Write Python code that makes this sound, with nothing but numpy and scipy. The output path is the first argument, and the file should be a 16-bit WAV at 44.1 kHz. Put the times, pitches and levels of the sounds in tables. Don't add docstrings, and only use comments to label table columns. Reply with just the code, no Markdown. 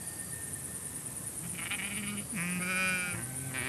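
import sys
import numpy as np
from scipy import signal
from scipy.io import wavfile

SR = 44100
rng = np.random.default_rng(int(sys.argv[2]) if len(sys.argv) > 2 else 0)


def how_loud(loudness_db):
    steps = np.asarray(loudness_db, float) / 20
    return 10 ** steps


def generate_wav(sig):
    pcm = np.round(np.clip(np.atleast_2d(sig).T, -1, 1) * 32767).astype(np.int16)
    wavfile.write(sys.argv[1], SR, pcm)


N = 162288
T = np.arange(N) / SR


def columns(rows):
    s, *rest = np.transpose(rows)
    return [np.interp(T, s, c) for c in rest]


def drift(rate_hz):
    r = np.exp(-2 * np.pi * rate_hz / SR)
    slow = signal.lfilter([1], [1, -2 * r, r * r], rng.standard_normal(N + SR))[SR:]
    return slow / slow.std()


def gate(start_s, length_s, edge_s):
    inside_s = np.minimum(T - start_s, start_s + length_s - T)
    return np.sin(np.pi / 2 * np.clip(inside_s / edge_s + .5, 0, 1)) ** 2


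def coloured(spectrum, patchy_db):
    hz, db = np.transpose(spectrum)
    out, white = 0, rng.standard_normal((2, N + SR // 4))
    edges = np.geomspace(max(hz[0], 25), min(hz[-1], 13000), 22)
    for k, (low, high) in enumerate(zip(edges, edges[1:])):
        sos = signal.butter(2, [low, high], "band", fs=SR, output="sos")
        band = signal.sosfilt(sos, white[k % 2])[-N:]
        level_db = np.interp(np.log(low * high) / 2, np.log(hz), db)
        out = out + band * how_loud(level_db + patchy_db * drift(4.1))
    return out / out.std()


# pitch_hz, density_db_per_hz
WIND = [(25, -34), (50, -25.5), (70, -5), (120, -0.5), (300, -9.5), (430, -14.5), (1600, -23.5)]


def wind():
    return how_loud(-47) * coloured(WIND, patchy_db=1.5)


# pitch_hz, density_db_per_hz
CHORUS = [(1600, -13.5), (3000, -19), (5000, -20.5), (6500, -17), (7600, -14), (9500, -2), (10600, -6.5),
          (12600, -9.5)]


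def chorus():
    return how_loud(-44.5) * coloured(CHORUS, patchy_db=0.6)


# start_s, length_s, level_db; the undertone lies an octave below the second
FAR_FIRST = [(0, 1.1, -73), (0, 0.064, -58), (.08, .06, -57.5), (.16, 0.048, -56), (.195, 0.05, -53.5),
             (.29, 0.025, -60), (.325, 0.055, -51.5), (.39, 0.053, -53.5), (.458, 0.027, -57),
             (.505, 0.017, -55), (.555, 0.026, -51), (.603, 0.036, -59), (.665, 0.11, -58.5),
             (.816, 0.022, -58.5), (.85, 0.097, -60), (.958, 0.06, -60), (1.062, 0.066, -59.5),
             (1.18, 0.028, -59), (1.24, .05, -60)]
FAR_SECOND = [(2.42, 0.21, -58.5), (2.62, 0.49, -58), (3.175, 0.054, -56), (3.255, 0.062, -60),
              (3.17, 0.226, -60.5), (3.39, 0.19, -59.5), (3.468, .036, -61), (3.55, 0.11, -52)]
FAR_UNDERTONE = [(2.42, 0.2, -59.5), (2.75, .4, -56), (3.17, 0.23, -60), (3.45, 0.22, -60)]
# start_s, pitch_hz
FAR_FIRST_PITCH = [(0, 1821), (1.3, 1797)]
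FAR_SECOND_PITCH = [(2.4, 1618), (2.85, 1616), (3.18, 1566), (3.68, 1564)]


def far_sheep(bursts, pitch, multiple):
    hz = columns(pitch)[0] * (1 + 0.00402 * drift(25.0))
    turn = 2 * np.pi * np.cumsum(hz) / SR
    level = sum(how_loud(db) * gate(start, length, 0.021) for start, length, db in bursts)
    level = level * how_loud(1.7 * drift(25))
    return np.sqrt(2) * level * np.sin(multiple * turn)


# start_s, end_s, buzzes_per_s
BUZZES = [
    (0, 2.03, 80.4),
    (2.33, 3.68, 85.5),
]


def buzzer():
    beat = 0
    for start, end, rate in BUZZES:
        pulse = (.5 + .5 * np.cos(2 * np.pi * rate * T + 1.0)) ** 1.5
        beat = beat + gate(start, end - start, .05) * pulse
    high = signal.butter(3, 9770, "high", fs=SR, output="sos")
    return how_loud(-36.5) * beat * signal.sosfilt(high, rng.standard_normal(N))


def strokes(times_s, levels_db, length_s, hz, fall_hz, bend):
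    out = np.zeros(N + SR)
    u = np.arange(int(length_s * SR)) / (length_s * SR)
    chances = rng.standard_normal((len(times_s), 3))
    for s, db, (pitch_chance, phase_chance, level_chance) in zip(times_s, levels_db, chances):
        stroke_hz = hz * (1 + .003 * pitch_chance) - fall_hz * u ** bend
        turn = 2 * np.pi * np.cumsum(stroke_hz) / SR + 3 * phase_chance
        i = int(max(s, 0) * SR)
        out[i:i + len(u)] += how_loud(db + 1.05 * level_chance) * np.sin(np.pi * u) ** 0.49 * np.sin(turn)
    return out[:N]


# start_s, end_s, pulses_per_s, level_db
TRILLS = [
    (0.014, .09, 66, -55.5),
    (0.093, 0.202, 49, -55.5),
    (0.223, .33, 56, -56),
    (1.839, 2.694, 61, -57.5),
]


def low_trills():
    rows = [(s, db) for a, b, rate, db in TRILLS for s in np.arange(a, b, 1 / rate)]
    return strokes(*np.transpose(rows), 0.011, 4794, 240, 1.0)


# start_s, chirps_so_far
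CRICKET_COUNT = [
    [(.014, 0), (.476, 8), (.941, 16), (1.409, 24), (1.877, 32), (1.994, 34)],
    [(2.366, 0), (2.432, 1), (2.828, 8), (3.234, 15), (3.644, 22)],
]


def cricket():
    runs = []
    for run in CRICKET_COUNT:
        s, count = np.transpose(run)
        runs.append(np.interp(np.arange(run[-1][1] + 1), count, s))
    when = np.concatenate(runs)
    return strokes(when - .003, np.full(len(when), -41.), 0.0182, 8750, 790, 4.0)


CHIRP_S = [.0888, .2115, .3408, .4498, .5481, .658, .766, .8696, .9734, 1.0757, 1.181, 1.2845, 1.3916,
           1.5177, 1.64, 1.7546, 1.8636, 1.9755, 2.091, 2.2031, 2.327, 2.4272, 2.5305, 2.6379, 2.7755,
           2.8981, 3.0087, 3.13, 3.2585, 3.39, 3.6085]
LONGER_AFTER_S = [1.45, 3.2]


def katydid():
    spacing_s, stroke_db = .0069, [-38, -32.5, -32.5]
    counts = 4 + np.searchsorted(LONGER_AFTER_S, CHIRP_S)
    rows = [(s - .0026 - spacing_s * (n - 1 - k), stroke_db[min(k, 2)])
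            for s, n in zip(CHIRP_S, counts) for k in range(n)]
    return strokes(*np.transpose(rows), .0052, 9782, 680, 2.32)


def voice(start, end, pitch, mouth, hum, throat, jitter, lift_db, bright_db, skirt, snap, hum_fall_db,
          shimmer_db, nose=0 * T, sign=-1):
    part = slice(int(start * SR), int(end * SR))
    hz = (pitch * (1 + jitter * drift(52)))[part]
    k = np.arange(1, 40)[:, None]
    overtone_hz = k * pitch[part]
    lift = how_loud(lift_db + 0 * T)[part]
    tract = 0
    for n, (centre, width, db) in enumerate(throat):
        ring_hz = centre * lift ** (centre < 4000)
        peak = sign ** n * how_loud(db + shimmer_db * drift(13.5)[part])
        tract = tract + peak / (1 + 2j * (overtone_hz - ring_hz) / width) ** skirt
    tract *= how_loud((bright_db + 0 * T)[part] * np.log2(overtone_hz / 2300))
    tract *= 1 + snap * np.exp(-2j * np.pi * k * .62 - ((overtone_hz - 2540) / 860) ** 2)
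    tract /= np.sqrt(np.sum(abs(tract) ** 2, axis=0))
    breath = 0.084 * shimmer_db * drift(1300)
    gains = tract * (mouth * (how_loud(shimmer_db * drift(53)) + breath))[part]
    gains += hum[part] * how_loud(-hum_fall_db * np.log2(k))
    gains += nose[part] / (1 + 2j * (overtone_hz - 1340) / 290) ** 2
    turns = np.cumsum(hz) / SR
    out = np.zeros(N)
    out[part] = np.sqrt(2) * np.real(np.sum(gains * np.exp(2j * np.pi * k * turns), axis=0))
    return out * gate(start + 0.0042, end - start - .008, 0.0055)


# centre_s, length_s, level_db, pitch_hz, brightness_db_per_octave
PUFFS = [(1.449, 0.038, -52, 175.2, -5), (1.505, 0.023, -56, 165.2, -3), (1.539, 0.016, -55, 180.5, -6),
         (1.554, .012, -46.5, 182.6, 3), (1.593, 0.024, -42.5, 181.4, 3), (1.63, 0.026, -46.5, 173.9, -3.5),
         (1.666, 0.0244, -37, 177.3, 0), (1.715, 0.022, -36.5, 196.3, 3), (1.741, 0.0314, -38, 204.7, -3),
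         (1.796, 0.0198, -39, 191.1, 1), (1.836, 0.0339, -39, 194.9, -1), (1.868, 0.03, -39.5, 202.7, 0),
         (1.921, 0.0362, -41.5, 205.2, -2), (1.954, 0.017, -49, 196.3, 9), (1.983, 0.041, -45, 208.6, 6),
         (2.042, 0.034, -46, 202.2, -2), (2.087, 0.047, -47.5, 204.6, 10), (2.125, 0.025, -54, 209.7, 11),
         (2.189, 0.037, -50, 204, 6)]
# start_s, hum_db, jitter_share
STUTTER_HUM = [
    (1.39, -75, 0.03),
    (1.43, -43, 0.029),
    (1.57, -47.5, 0.028),
    (1.62, -57, 0.033),
    (1.77, -53, 0.02),
    (1.82, -44.5, 0.0077),
    (2.02, -40.5, 0.0052),
    (2.2, -39, 0.0049),
    (2.24, -55, 0.0062),
]
# centre_hz, width_hz, level_db
STUTTER_THROAT = [(750, 160, -15), (1360, 240, -7.5), (1850, 190, -4.5), (2308, 210, 3), (2930, 245, -2.5),
                  (3620, 260, -16.5), (4900, 560, -27)]


def stutter():
    s, length, db, hz, bright_db = np.transpose(PUFFS)
    glide = 151 * length / 2
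    knots_s = np.ravel([s - length / 2, s + length / 2], "F")
    pitch = np.interp(T, knots_s, np.ravel([hz - glide, hz + glide], "F"))
    blown = np.minimum(1, sum(gate(a - n / 2, n, 0.026) for a, n in zip(s, length)))
    pitch -= 11.0 * (1 - blown)
    mouth = sum(how_loud(d) * gate(a - n * 0.47, n * 0.96, .016) for a, n, d in zip(s, length, db))
    mouth = mouth + how_loud(-53) * gate(1.57, 0.657, 0.032)
    hum_db, jitter = columns(STUTTER_HUM)
    nose = how_loud(-55 + 3.0 * drift(12)) * gate(1.72, .5, .05)
    return voice(1.39, 2.25, pitch + 3.2 * drift(20.1), mouth, how_loud(hum_db), STUTTER_THROAT,
                 jitter=0.804 * jitter, lift_db=0.21 * drift(7.6), bright_db=np.interp(T, s, bright_db),
                 skirt=1.4, snap=0, hum_fall_db=17.4, shimmer_db=1.9, nose=nose)


# start_s, pitch_hz, mouth_db, hum_db, resonance_lift_db
HUMMED = [
    (2.31, 251.3, -75, -58, 0),
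    (2.33, 245, -59, -40, -1),
    (2.365, 200.5, -44, -36, -0.4),
    (2.386, 163.3, -36.5, -35.5, -0.5),
    (2.41, 169.1, -37, -38.5, -0.7),
    (2.45, 175.6, -38.5, -37.5, -0.4),
    (2.526, 180, -41, -35, -0.04),
    (2.566, 180, -41, -34, -0.1),
    (2.59, 178.3, -46, -33.5, 0),
]
OPENED = [
    (2.606, 179, -43, -38, -.7),
    (2.626, 182.4, -35.5, -43, -0.2),
    (2.655, 178.2, -38.5, -39, -0.1),
    (2.704, 187.8, -32.5, -40, 0.06),
    (2.74, 182.4, -33, -40.5, 0),
    (2.79, 187.5, -31, -39.5, 0.12),
    (2.89, 185.5, -29.5, -40, 0.18),
    (3.11, 176.5, -38.5, -47, 0.18),
    (3.174, 170, -52.5, -44, -.5),
]
# centre_hz, width_hz, level_db
CLOSED_THROAT = [(575, 170, -11.5), (1195, 250, -4.5), (1880, 580, -2), (2540, 490, 4.5), (5170, 450, -15),
                 (5950, 560, -15)]
OPEN_THROAT = [(550, 180, -16), (1416, 180, 1.5), (1780, 320, -16), (2343, 188, 4.5), (2700, 180, -11.5),
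               (3020, 210, -12.5), (3790, 380, -23.5), (4840, 570, -19), (5900, 1200, -27)]


def long_bleat():
    pitch, mouth_db, hum_db, lift_db = columns(HUMMED + OPENED + [(3.21, 165, -66, -50, -.6)])
    mouth, hum = how_loud(mouth_db), how_loud(hum_db)
    closed = voice(2.31, 2.602, pitch, mouth, hum, CLOSED_THROAT, jitter=0.00092, lift_db=lift_db,
                   bright_db=2.8 * lift_db, skirt=1.88, snap=0, hum_fall_db=23.5, shimmer_db=0.26)
    opened = voice(2.594, 3.21, pitch, mouth, hum, OPEN_THROAT, jitter=0.00088, lift_db=lift_db,
                   bright_db=2.4 * lift_db, skirt=1.9, snap=0, hum_fall_db=12.0, shimmer_db=0.2)
    return closed + opened


# start_s, pitch_hz, mouth_db, hum_db, resonance_lift_db
MUTTER = [
    (3.12, 106, -61, -42, 6),
    (3.145, 108.8, -46, -42.5, -0.4),
    (3.22, 119.3, -49, -43, 0.1),
    (3.27, 126.4, -59, -46, .3),
    (3.36, 131.5, -58, -45.5, 1.5),
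    (3.48, 134.3, -57, -40.5, 2.1),
    (3.535, 127.3, -50, -46, 0),
]
GRUMBLE = [
    (3.536, 132, -44, -42, -.2),
    (3.55, 129.2, -37.5, -50, -0.016),
    (3.578, 130.7, -37.5, -60, -0.041),
    (3.604, 120.6, -41, -54, -0.12),
    (3.618, 120.7, -38.5, -39, -0.12),
    (3.636, 129.3, -39.5, -52.5, -0.036),
    (3.656, 130.2, -37.5, -54, -0.038),
    (3.68, 129, -36.5, -50, -0.016),
]
# centre_hz, width_hz, level_db
MUTTER_THROAT = [(280, 74, -5.5), (1032, 330, -8), (1855, 430, -2), (2750, 340, -14)]
LOW_THROAT = [(336, 82, 0), (625, 120, -14), (1250, 400, -11), (1880, 200, 2.5), (2270, 160, 3.5),
              (2420, 81, -10.5), (3200, 280, -30)]


def grumble():
    pitch, mouth_db, hum_db, lift_db = columns(MUTTER)
    mutter = voice(3.12, 3.542, pitch, how_loud(mouth_db), how_loud(hum_db), MUTTER_THROAT, jitter=.003,
                   lift_db=lift_db, bright_db=0, skirt=1.6, snap=0, hum_fall_db=10.3, shimmer_db=1.8)
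    pitch, mouth_db, hum_db, lift_db = columns(GRUMBLE)
    opened = voice(3.534, N / SR + .01, pitch, how_loud(mouth_db), how_loud(hum_db), LOW_THROAT, jitter=.003,
                   lift_db=lift_db, bright_db=0, skirt=1, snap=.45, hum_fall_db=8.0, shimmer_db=.6, sign=1)
    return mutter + opened


# delay_s, level_db
ECHOES = [
    (.0031, -14.5),
    (.023, -15),
]


def echoes(flock):
    dull = signal.lfilter([.5], [1, -.5], flock)
    return sum(how_loud(db) * np.interp(T - s, T, dull, 0) for s, db in ECHOES)


def scene():
    flock = far_sheep(FAR_FIRST, FAR_FIRST_PITCH, 1)
    flock += far_sheep(FAR_SECOND, FAR_SECOND_PITCH, 0.98)
    flock += far_sheep(FAR_UNDERTONE, FAR_SECOND_PITCH, .5)
    flock += stutter() + long_bleat() + grumble()
    insects = buzzer() + low_trills() + cricket() + katydid()
    x = flock + echoes(flock) + insects + wind() + chorus()
    return np.array([x, x])


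def band_limit(x):
    return signal.sosfilt(signal.butter(12, 13210, fs=SR, output="sos"), x)


def record(dry):
    low = signal.ellip(14, .5, 85, 12050, fs=SR, output="sos")
    return band_limit(signal.sosfilt(low, dry))


dry = scene()
out = record(dry)
generate_wav(out)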